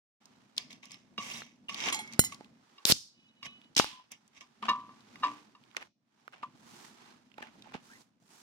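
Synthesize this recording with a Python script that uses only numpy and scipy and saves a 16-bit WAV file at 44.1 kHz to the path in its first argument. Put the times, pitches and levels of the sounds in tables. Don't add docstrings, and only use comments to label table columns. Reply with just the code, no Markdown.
import sys
import numpy as np
from scipy import signal
from scipy.fft import rfft, irfft, next_fast_len
from scipy.io import wavfile
from scipy.ndimage import uniform_filter1d

SR = 44100
rng = np.random.default_rng(int(sys.argv[2]) if len(sys.argv) > 2 else 0)


def generate_wav(sig):
    pcm = np.round(np.clip(np.atleast_2d(sig).T, -1, 1) * 32767).astype(np.int16)
    wavfile.write(sys.argv[1], SR, pcm)


N = 371322


def amp(db):
    return np.exp(np.asarray(db) * np.log(10) / 20)


def evened(x):
    return x / np.sqrt(np.mean(x ** 2) + 1e-20)


def read(points, hz):
    f, value = np.transpose(points)
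    return np.interp(np.log(hz + 1), np.log(f + 1), value)


def add(mix, s, sound):
    part = mix[..., round(s * SR):][..., :sound.shape[-1]]
    part += sound[..., :part.shape[-1]]


def panned(x, pan_db):
    left = amp(pan_db)
    return x * np.array([[left], [1]]) * 2 / (1 + left)


def coloured(x, points):
    size = next_fast_len(N)
    hz = np.fft.rfftfreq(size, 1 / SR)
    z = rfft(x, size) * amp(read(points, hz))
    high = 1 / (1 + (6000 / (hz + 1)) ** 4)
    body = irfft(z * (1 - high), size)[..., :N]
    treble = irfft(z * high, size)[..., :N]
    return evened(body), evened(treble)


def gritty(shape, grit_db, span):
    loudness = evened(uniform_filter1d(rng.standard_normal(shape[-1]), span))
    return rng.standard_normal(shape) * amp(grit_db * loudness)


def alike(a, b, same):
    return np.array([a, same * a + np.sqrt(1 - same ** 2) * b])


ALIKE = 0.13


def pair(noise):
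    return alike(noise[0], noise[1], ALIKE)


RISE_DB = -20.5


def swells(rows):
    t, level, extra = np.arange(N) / SR, np.full(N, 1e-9), np.zeros(N)
    for s, rise_s, hold_s, db, t60, *more_db in rows:
        at = slice(round(s * SR), round((s + rise_s + hold_s + 1.5 * t60) * SR))
        u = t[at] - s
        climb_db = RISE_DB * np.clip(1 - u / rise_s, 0, 1)
        fall_db = -60 * np.clip(u - rise_s - hold_s, 0, None) / t60
        shape = amp(db + climb_db + fall_db)
        level[at] += shape
        extra[at] += shape * amp(sum(more_db))
    return level, extra / level


# (time [s], low hum level [dB], wide rustle level [dB])
AROUND = [(0.2, -67.5, -68), (0.93, -66, -73.5), (1.05, -65, -73), (1.6, -64, -75), (2.1, -58.5, -61),
          (2.41, -60.5, -64.5), (2.52, -60.5, -73.5), (2.92, -86, -62), (3.079, -75, -80),
          (3.599, -63.5, -71), (4.0, -76, -75.5), (4.54, -73, -70.5), (4.72, -53, -69),
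          (5.06, -66.5, -64.5), (5.318, -56, -56.5), (5.55, -71, -72), (5.86, -68, -64.5),
          (5.93, -82, -100.5), (6.131, -79.5, -78), (6.199, -76, -72), (6.651, -60.5, -70.5),
          (7.3, -69.5, -75), (7.58, -62, -65), (7.991, -63, -72), (8.051, -74, -80), (8.42, -67.5, -91.5)]
# (frequency [Hz], density [dB per Hz])
HUM = [(18, -54), (30, -33), (59, -22.5), (91, -21), (114, -9.5), (183, -7.5), (231, 0.5), (397, -21),
       (700, -21), (910, -43.5), (1540, -120)]
# (frequency [Hz], density [dB per Hz])
RUSTLE = [(50, -48), (210, -25.5), (350, 0.5), (558, -13.5), (835, -2), (1930, -8.5), (6050, -13.5),
          (14000, -32), (15600, -34), (16400, -45)]
# (start [s], rise [s], hold [s], level [dB], t60 [s], treble over body [dB])
SWISHES = [(1.2, 0.04, 0.15, -58.5, 0.13, 3.5), (1.7, 0.19, 0.0099, -42, 0.42, -30),
           (2.2, 0.05, 0.0088, -63, 0.17, 13), (6.55, 0.17, 0.15, -59, 0.36, -4.5),
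           (6.9, 0.1, 0.11, -61, 0.39, -15.5), (7.8, 0.056, 0.16, -69, 0.16, 0),
           (8.2, 0.13, 0.13, -64, 0.34, -1)]
HUM_SAME = .8
RUSTLE_TREBLE_DB = -14.5
TABLE_DB, TABLE_S = -13.5, .03


def around():
    s, *columns = np.transpose(AROUND)
    hum_level, steady = (amp(np.interp(np.arange(N) / SR, s, c)) for c in columns)
    drone = amp(TABLE_DB) * uniform_filter1d(swells(RUBS)[0], round(TABLE_S * SR))
    a, b = coloured(gritty((2, N), 2.9, 900), HUM)[0]
    hum = alike(a, b, HUM_SAME) * (hum_level + drone)
    body, treble = coloured(gritty((2, N), 1.5, 200), RUSTLE)
    swish, bright = swells(SWISHES)
    treble_level = steady * amp(RUSTLE_TREBLE_DB) + swish * bright
    rustle = body * (steady + swish) + treble * treble_level
    return hum + rustle * amp([[-2], [2]])


# (time [s], peak level [dB], centre [Hz], left over right [dB])
TICKS = [(0.256, -41, 5230, -2), (0.566, -37, 4740, -1), (0.5795, -14, 3800, 1), (0.707, -34, 4000, 9),
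         (0.729, -36.5, 4360, -1), (0.831, -44, 2500, 16), (0.855, -39, 5300, -5), (0.908, -37.5, 4000, 9),
         (0.918, -32.5, 5700, 1), (0.943, -36, 3100, -2), (1.1794, -26.5, 2070, -15),
         (1.4194, -31.5, 1600, 3), (1.694, -28.5, 2820, 30), (1.7444, -23.5, 3740, 0.5),
         (1.8035, -21, 3500, -2.5), (1.8855, -19.5, 2600, 9.5), (1.946, -17, 5610, -6.5),
         (1.991, -33.5, 3220, 0), (2.0755, -38, 4800, -5), (2.1247, -34.5, 5105, -6),
         (2.135, -28.5, 5140, 2), (2.1925, -9, 4140, 2.5), (2.1935, -11, 1390, -2), (2.268, -39, 4480, 4.5),
         (2.445, -43.5, 3070, 1), (2.345, -35, 5200, 7.5), (2.8527, -6.5, 4360, 5.5),
         (2.9211, -3.5, 4250, 7.5), (3.43, -32.5, 2370, -7.5), (3.4644, -32, 2450, -7.5),
         (3.6157, -45, 3000, -6), (3.644, -52, 2990, 1), (3.7505, -33.5, 4670, -2.5),
         (3.7664, -11.5, 4600, 9.5), (3.779, -7, 4500, 6.5), (3.791, -9, 4640, 9.5),
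         (3.7982, -9.5, 1105, -0.5), (3.799, -12.5, 5000, 0), (4.118, -32, 6750, 4), (3.997, -49, 951, 1),
         (4.117, -41, 11750, -6), (4.2782, -49, 6630, 0.5), (4.4103, -40, 2810, 2),
         (4.626, -34.5, 2664, -11.5), (4.683, -41.5, 3500, -7), (4.694, -29.5, 4800, -1),
         (4.8024, -48, 4570, -2), (5.0065, -47, 3900, 3), (5.157, -38, 2025, 0), (5.24, -40, 4200, 0),
         (5.382, -50, 2650, -19.5), (5.7665, -26, 5540, -2), (5.713, -45, 2680, -9),
         (5.748, -40.5, 1400, -9), (5.812, -43, 1700, -6), (5.7668, -20, 2125, -12),
         (5.826, -32, 2020, -3.5), (6.2787, -35, 1430, -16), (6.335, -42, 1447, 7),
         (6.4286, -39.5, 1800, -13.5), (7.3166, -48, 2610, -12.5), (7.341, -49.5, 2480, -11.5),
         (7.381, -34, 1730, -14.5), (7.405, -47.5, 1220, -12.5), (7.4255, -32, 1740, 9),
         (7.47, -41, 2060, -5), (7.486, -47, 1810, -2), (7.556, -48.5, 663, 0), (7.672, -43, 656, -8),
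         (7.721, -41, 1200, 2), (7.622, -41, 3500, -8), (7.739, -39, 3310, -6), (8.016, -49, 4480, -5.5),
         (5.6374, -51, 2850, -19)]
FAINT_PER_S, FAINT_DB, FAINT_SPREAD_DB, FAINT_HZ = 5, 6, 3, 3000
TICK_T60_S, TICK_SHORTER = 0.016, .012
SNAP = 1.2


def faint_ticks():
    s, _, rustle_db = np.transpose(AROUND)
    rows = []
    for when, size, pitch, side in rng.random((round(FAINT_PER_S * N / SR), 4)):
        at_s = when * N / SR
        db = FAINT_DB + np.interp(at_s, s, rustle_db) - FAINT_SPREAD_DB * np.log(size)
        rows.append((at_s, db, FAINT_HZ * 4 ** (pitch - .5), 16 * (side - .7)))
    return rows


def ticks():
    out, t = np.zeros((2, N)), np.arange(2048) / SR
    hz = np.fft.rfftfreq(2048, 1 / SR)
    rows = TICKS + faint_ticks()
    for (s, db, centre_hz, pan_db), noise in zip(rows, rng.standard_normal((len(rows), 2, 2048))):
        hump = 1 / np.sqrt(1 + (2.68 * np.log2((hz + 1) / centre_hz)) ** 4)
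        rise = 1 - np.exp(-t / .0003)
        t60_s = TICK_T60_S * np.exp(-TICK_SHORTER * (db + 41))
        burst = irfft(rfft(pair(noise)) * hump) * amp(-60 * t / t60_s) * rise
        spike = np.roll(irfft(hump), 16) * np.sign(noise[0, 0])
        burst = burst / abs(burst).max() + SNAP * spike / abs(spike).max()
        add(out, s, panned(amp(db) * burst / abs(burst).max(), pan_db))
    return out


# (start [s], rise [s], hold [s], level [dB], t60 [s])
RUBS = [(.572, 0.0026, 0.0017, -47.5, 0.28), (.698, 0.0078, .002, -52.5, 0.2),
        (.824, 0.0048, 0.0028, -57, 0.47), (.895, 0.019, .002, -56.5, 0.26),
        (1.176, 0.0012, 0.21, -47.5, 0.34), (1.686, 0.0031, 0.0014, -51.5, 0.24),
        (1.69, 0.17, 0.038, -36.5, 0.081), (1.92, 0.0039, 0.0083, -40, 0.24),
        (2.1, 0.039, .002, -50, 0.052), (2.314, 0.0088, 0.0022, -46.5, 0.077),
        (3.425, 0.033, 0.0021, -44.5, 0.058), (4.106, 0.016, 0.0012, -50, 0.12),
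        (4.33, 0.046, 0.0016, -56, 0.069), (4.404, 0.0041, 0.0017, -52.5, 0.12)]
# (frequency [Hz], density [dB per Hz])
RUB_COLOUR = [(50, -53.5), (180, -27.5), (300, -28), (648, -9), (1160, -4), (1380, -19), (2130, 3.5),
              (3760, -2.5), (4300, -12.5), (5810, 1.5), (8260, -14.5), (14300, -28.5), (15600, -33.5),
              (16400, -48)]
RUB_TREBLE_DB, RUB_RING_DB = -13.5, -14.5


def rubbing():
    level = swells(RUBS)[0]
    body, treble = coloured(pair(gritty((2, N), 3., 70)), RUB_COLOUR)
    rub = level * (body + amp(RUB_TREBLE_DB) * treble)
    t = np.arange(2000) / SR
    shell = sum(amp(0.089 * db - 60 * t / min(t60, .11)) * np.sin(2 * np.pi * hz * t)
                for hz, db, t60 in SHELL[5:])
    ring = signal.oaconvolve(rub, shell[None] / np.linalg.norm(shell))[:, :N]
    return rub + amp(RUB_RING_DB) * ring


# (start [s], length [s], from [Hz], to [Hz], level [dB])
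SQUEAKS = [(0.58, .06, 4830, 4780, -57), (0.913, .05, 5320, 5260, -56.5), (0.827, .025, 2510, 2590, -60),
           (1.223, .014, 5720, 6100, -52), (1.309, .018, 2255, 3200, -40.5),
           (1.333, 0.02, 5750, 5600, -47.5), (1.358, 0.012, 3720, 3900, -48),
           (1.684, 0.021, 2866, 2800, -37), (1.725, 0.027, 1930, 2350, -59),
           (1.86, 0.035, 1890, 2600, -44.5), (1.881, .018, 2820, 3000, -37), (3.808, 0.047, 764, 880, -60),
           (3.844, 0.19, 1080, 1008, -58.5), (7.421, .02, 1830, 1693, -45.5), (7.884, 0.1, 1199, 2050, -59)]
STRAY_PER_S, STRAY_DB, STRAY_HZ, STRAY_S = 70, -6, 3300, .014
SQUEAK_FUZZ, SLIDE_FUZZ = 3.5, .2


def stray_squeaks():
    rub, rows = swells(RUBS)[0], []
    for when, long, pitch, slide in rng.random((round(STRAY_PER_S * N / SR), 4)):
        from_hz = STRAY_HZ * 3.5 ** (pitch - .5)
        db = STRAY_DB + 20 * np.log10(rub[int(when * (N - 1))])
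        if db > -80:
            at_s, length_s = when * (N - 1) / SR, STRAY_S * (.5 + long)
            rows.append((at_s, length_s, from_hz, from_hz * (.9 + .4 * slide), db))
    return rows


def pings_and_squeaks():
    out = np.zeros(N)
    for s, length_s, from_hz, to_hz, db in SQUEAKS + stray_squeaks():
        u = np.arange(round(length_s * SR)) / (length_s * SR)
        turns = np.cumsum(from_hz + (to_hz - from_hz) * np.sin(np.pi / 2 * u)) / SR
        wavers = SQUEAK_FUZZ + SLIDE_FUZZ * length_s * abs(to_hz - from_hz)
        fuzz = uniform_filter1d(rng.standard_normal((2, len(u))), round(len(u) / wavers), mode="wrap")
        fuzz[0] += fuzz.std()
        band = fuzz[0] * np.cos(2 * np.pi * turns) + fuzz[1] * np.sin(2 * np.pi * turns)
        add(out, s, amp(db) * evened(band) * np.sin(np.pi * u) ** .5)
    return out


BUZZ_S, BUZZ_HZ = .003, 7000


def struck(blows, modes, spread_db, rise_s, linger_db, drop=()):
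    out, t = np.zeros(N), np.arange(SR // 3) / SR
    mode_hz, mode_db, t60 = np.transpose(modes)[:, :, None]
    drop = np.pad(drop, (0, len(modes) - len(drop)))[:, None]
    draws = rng.random((len(blows), 3, len(modes), 1))
    for (s, db, length, tilt_db, *pressed), (turn, luck, bend) in zip(blows, draws):
        hz = mode_hz * (1 - drop * sum(pressed))
        fall_db = -60 * t / (t60 * max(length, .1))
        fade = amp(fall_db) + amp(linger_db + .3 * fall_db)
        a, b = rng.standard_normal((2, len(modes), round(t[-1] / BUZZ_S) + 2))
        grains = np.array([np.interp(t / BUZZ_S, np.arange(len(row)), row) for row in a + 1j * b])
        depth = np.minimum(hz / BUZZ_HZ, 1) * (1 - np.exp(-t / BUZZ_S))
        flutter = 1 + depth * grains / 2
        cycles = hz * (1 + 0.008 * (bend - .5)) * t + 0.52 * turn
        swing = (flutter * np.exp(2j * np.pi * cycles)).imag
        height = amp(mode_db + tilt_db * np.log2(hz / hz[0]) + spread_db * (luck - .5))
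        ring = (height * fade * swing).sum(0) * (1 - np.exp(-t / rise_s))
        add(out, s, amp(db) * ring / abs(ring).max())
    return out


# (time [s], peak level [dB], ring length re the mode t60 [ratio], brightness [dB per octave])
DENTS = [(0.832, -57.5, 0.61, -3), (1.179, -26.5, 0.79, 3.5), (1.693, -30, 0.79, 5),
         (1.873, -30.5, 0.43, -1.5), (1.925, -27, 0.22, 0), (2.322, -39.5, 0.32, -7),
         (2.781, -43, 0.38, 6.5), (3.426, -35.5, 0.95, 6), (3.81, -27, 1.6, 13.5), (4.411, -51, 0.58, -8),
         (4.627, -29.5, 0.35, -2.5), (4.683, -20.5, 0.49, -2), (4.688, -17, 1.1, 0.5),
         (4.694, -44, 1.23, 13), (4.892, -44, 0.34, -9.5), (5.157, -50, 0.91, 5), (5.224, -36, 1.04, -0.5),
         (5.233, -15.5, 0.53, -4), (5.241, -26.5, 1.07, 3), (5.55, -47, 0.38, 3), (6.431, -29, 0.24, -7)]
# (frequency [Hz], level [dB], t60 [s])
SHELL = [(982, -16, .3), (1042, -14, .3), (1070, 0, .04), (1115, -17, .25), (1157, -14, .3),
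         (1195, -11, .19), (1775, -15, .08), (2280, -19, .06), (2800, -10, .07), (3310, -18, .05),
         (3850, -13, .07), (4750, -22, .08), (5240, -19, .055)]
UNTORN_DB = [-14, -12, -5, 8, 2, -12, -10, 5, 3]
TEAR_S = 3.76


def shell_knocks():
    taut = [(hz, db + more_db, t60) for (hz, db, t60), more_db in zip(SHELL, UNTORN_DB)]
    taut += SHELL[len(UNTORN_DB):]
    before = [row for row in DENTS if row[0] < TEAR_S]
    after = [row for row in DENTS if row[0] >= TEAR_S]
    return sum(struck(blows, modes, spread_db=5., rise_s=.003, linger_db=-30)
               for blows, modes in ((before, taut), (after, SHELL)))


# (time [s], peak level [dB], pitch [Hz], left over right [dB])
THUDS = [(1.185, -32, 278, 2), (1.419, -38, 335, -10), (1.878, -26, 258, 1), (2.1927, -9.5, 126, 9),
         (2.409, -37.5, 290, -10), (2.853, -25.5, 183, 13), (2.8995, -19.5, 156, 22),
         (2.9216, -17.5, 143, 22), (3.769, -27, 177, -18), (3.7975, -12, 253, 29), (4.628, -48, 228, 6),
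         (4.69, -33, 225, 1), (5.234, -40, 284, 3), (5.769, -31.5, 547, -10), (6.279, -36.5, 546, 8),
         (6.432, -39, 272, 7), (7.383, -36.5, 305, -5), (7.408, -39, 246, -9), (7.429, -42, 233, -11),
         (7.748, -31.5, 189, -8), (7.7523, -31, 167, -8)]


def thuds():
    out, t = np.zeros((2, N)), np.arange(4000) / SR
    for s, db, hz, pan_db in THUDS:
        u = 2 * np.pi * hz * t
        swing = u ** .55
        push = -np.sin(2.79 * swing) * np.exp(-.3 * u) / (1 + 0.49 * u)
        push = signal.lfilter(*signal.butter(2, [0.37 * hz, 7000], "band", fs=SR), push)
        add(out, s, panned(amp(db) * push / abs(push).max(), pan_db))
    return out


# (time [s], peak level [dB], ring length re the mode t60 [ratio], brightness [dB per octave], thumb pressure [0-1])
FLICKS = [(1.925, -20, 0.95, -5.5, 0.15), (1.948, -28.5, 1.3, -4.5, 0), (1.99, -30.5, 1.05, -6, 0.02),
          (2.005, -40.5, 1.6, -3, 0.06), (2.075, -45.5, 0.45, -8, 0), (2.1925, -6, 0.77, 6.5, 0.77),
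          (2.211, -25, 1.7, 8, 0.7), (2.239, -28, 1.1, 1, 0.78), (2.2465, -20.5, 0.73, 1, 0.93),
          (2.322, -47, 1.2, -2, 0.8)]
# (frequency [Hz], level [dB], t60 [s])
TAB = [(2190, -10, .3), (3320, -7, .13), (4125, -9, .12), (4850, -10, .03), (5390, -11, .12),
       (5840, -19, .16), (6960, 1, .09), (7900, -14, .06), (8520, 1, .062), (9570, -16, .08),
       (10170, -3, .06), (11250, -15, .06), (11780, -8, .06), (13280, -8, .06), (14300, -20, .05),
       (15170, -15, .06)]
PRESSED_DROP = [.078, .108, .015]


def tab_flicks():
    return struck(FLICKS, TAB, spread_db=7., rise_s=.0004, linger_db=-25, drop=PRESSED_DROP)


# (time [s], peak level [dB], ring length re the mode t60 [ratio], brightness [dB per octave])
BUMPS = [(1.945, -38, 0.62, 3), (1.992, -35.5, 0.25, -7), (2.409, -48, 0.085, -4), (3.81, -41, 0.68, 2.5),
         (7.383, -39.5, 0.1, -7), (7.429, -47, 0.32, 3), (7.658, -49, 0.13, -7), (7.742, -38.5, 0.19, 2)]
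# (frequency [Hz], level [dB], t60 [s])
TABLE_TOP = [(794, -6, 0.24), (856, 0, 0.31)]


def table_bumps():
    return struck(BUMPS, TABLE_TOP, spread_db=6., rise_s=.002, linger_db=-30)


def strokes(rows):
    t, out = np.arange(N) / SR, np.zeros((2, N))
    s, db, treble_db = np.transpose(rows)
    on = (t >= s[0]) & (t < s[-1])
    out[0, on] = amp(np.interp(t[on], s, db)) * signal.windows.tukey(on.sum(), .04)
    out[1, on] = amp(np.interp(t[on], s, treble_db))
    return out


# (time [s], level [dB], treble re body [dB])
JETS = [
    [(2.853, -37, -20), (2.862, -37.5, 2), (2.89, -27.5, -3), (2.9, -26.5, -1.5), (2.918, -22, -9.5),
     (2.93, -46.5, -13)],
    [(2.92, -36.5, -5), (2.94, -48.5, 3), (3.0, -61, 6.5), (3.08, -66.5, -5), (3.16, -82, -10.5),
     (3.3, -84, -8)],
    [(3.762, -32, -6.5), (3.785, -30.5, 3), (3.803, -29.5, -6.5), (3.812, -42, 1), (3.87, -46, -7),
     (3.95, -57, -9), (4.07, -76, -22)],
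]
# (frequency [Hz], density [dB per Hz])
JET = [
    [(180, -31), (300, -13.5), (1800, -8.5), (5250, 2), (6210, -6.5), (6750, -5), (15100, -7),
     (16400, -32.5)],
    [(180, -60), (300, -35.5), (399, -32), (766, -39), (985, -37.5), (3340, -19.5), (5340, -0.5),
     (14300, -30.5), (16400, -38)],
    [(180, -27.5), (300, -4), (399, -32), (1040, -3), (1290, -10), (3020, 2), (5910, -13), (13900, -37.5),
     (16400, -47)],
]


def gas():
    out = np.zeros((2, N))
    for rows, colour in zip(JETS, JET):
        level, treble_gain = strokes(rows)
        body, treble = coloured(pair(gritty((2, N), 1.6, 60)), colour)
        out += level * (body + treble_gain * treble)
    return out


# (start [s], rise [s], hold [s], level [dB], t60 [s])
STRAINS = [(3.1, 0.059, 0.11, -68.5, .1), (3.23, 0.051, 0.018, -67, .15), (3.34, 0.042, 0.043, -66.5, 0.17),
           (3.455, 0.0076, 0.013, -49.5, 0.21), (3.5, 0.017, 0.051, -67.5, .25),
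           (3.612, 0.0061, 0.025, -65, 0.13)]
# (frequency [Hz], level [dB], t60 [s])
LID = [(2540, -4, .12), (2953, 0, .17), (3380, -9, .07), (3810, -7, .09)]


def strained_lid():
    t = np.arange(SR // 5) / SR
    ring = sum(amp(db - 60 * t / t60) * np.sin(2 * np.pi * hz * t) for hz, db, t60 in LID)
    slips = swells(STRAINS)[0] * evened(gritty((N,), 3., 300))
    return signal.oaconvolve(slips, ring / np.linalg.norm(ring))[:N]


# (time [s], level before rise and decay [dB], settled pitch [Hz])
HOOTS = [(3.814, -55, 304), (4.628, -42.5, 227.3), (5.256, -43, 295.3)]
HOOT_RISE_S, HOOT_T60_S, HOOT_SLIDE = 0.0085, 0.4, 0.17


def hoots():
    out, t = np.zeros(N), np.arange(SR // 3) / SR
    grown = 1 - np.exp(-t / HOOT_RISE_S)
    for s, db, hz in HOOTS:
        turns = np.cumsum(hz * (1 - HOOT_SLIDE * (1 - grown))) / SR
        add(out, s, amp(db - 60 * t / HOOT_T60_S) * grown * np.sin(2 * np.pi * turns))
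    return out


# (start [s], rise [s], hold [s], level [dB], t60 [s], left over right [dB])
RATTLES = [(4.62, 0.0061, 0.045, -44, 0.11, -0.5), (4.685, 0.0045, 0.0028, -31.5, 0.094, 0.5),
           (4.7, 0.025, 0.0016, -51.5, 0.42, -5), (5.232, 0.0066, 0.0025, -36, 0.14, 3.5),
           (5.26, 0.0066, 0.0014, -49.5, 0.33, -16), (5.762, 0.0047, 0.0016, -42, 0.098, 2),
           (5.795, 0.028, 0.0018, -48.5, 0.063, -3.5), (6.325, 0.0044, 0.0018, -53.5, 0.35, -3),
           (6.42, 0.0091, 0.0022, -50.5, 0.12, -5), (7.374, 0.0036, 0.055, -58, .1, -3.5),
           (7.416, 0.0053, 0.0023, -53, 0.26, -5), (7.636, 0.0043, 0.085, -61.5, 0.12, -7),
           (7.44, 0.03, 0.019, -61.5, 0.048, -5), (7.734, 0.0051, 0.0015, -41.5, 0.13, -3)]
# (frequency [Hz], density [dB per Hz])
RATTLE = [(50, -49.5), (200, -7.5), (500, -6.5), (900, -2), (1800, -7), (2800, -4.5), (4000, -14.5),
          (6500, -14.5), (16000, -21.5)]


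def rattles():
    level, left = swells(RATTLES)
    a, b = coloured(pair(gritty((2, N), 4.2, 80)), RATTLE)[0]
    return level * np.array([left * a, b]) * 2 / (1 + left)


# (frequency [Hz], left over right [dB])
LEAN = [(100, 9), (500, 20.5), (1500, -3.5), (8000, -8)]
LAG_S = .0002


def ports(x, lean, lag_s=LAG_S):
    size = next_fast_len(N)
    hz = np.fft.rfftfreq(size, 1 / SR)
    half = amp(lean * read(LEAN, hz) / 2)
    right = np.exp(-2j * np.pi * hz * lag_s) / half
    return irfft(rfft(x, size) * np.array([half, right]), size)[:, :N]


# (frequency [Hz], t60 [s])
ROOM = [(100, 0.36), (1000, 0.057), (5000, 0.45), (15000, 0.096)]


def room(x):
    taps = np.zeros((2, SR // 2))
    grid = np.arange(160, SR // 2 - 20, 20)
    at = grid + rng.integers(0, 20, (2, len(grid)))
    np.put_along_axis(taps, at, rng.choice([-1., 1.], at.shape), 1)
    hz, t, z = signal.stft(taps, SR, nperseg=256)
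    tail = signal.istft(z * amp(-60 * t / read(ROOM, hz)[:, None]), SR, nperseg=256)[1]
    return signal.fftconvolve(x[None], tail / np.linalg.norm(tail[0]), axes=1)[:, :N]


def scene():
    wide = ports(shell_knocks() + hoots(), 0.33, lag_s=.00009)
    close = ports(tab_flicks() + strained_lid() + pings_and_squeaks() + rubbing() + gas(), 0.71)
    unleaned = ports(ticks() + rattles() + thuds() + table_bumps(), 0)
    near = wide + close + unleaned
    return near + amp(-20.0) * room(near.mean(0)) + around()


START_S, FADE_S = 0.202, 0.011
CEILING, EDGE_HZ = .8, 16400


def record(dry):
    fade = np.clip((np.arange(N) / SR - START_S) / FADE_S, 0, 1)
    squashed = dry * fade / (1 + (dry / CEILING) ** 4) ** .25
    low_pass = signal.firwin(511, EDGE_HZ, window=("kaiser", 9), fs=SR)
    return signal.oaconvolve(squashed, low_pass[None], "same")


dry = scene()
out = record(dry)
generate_wav(out)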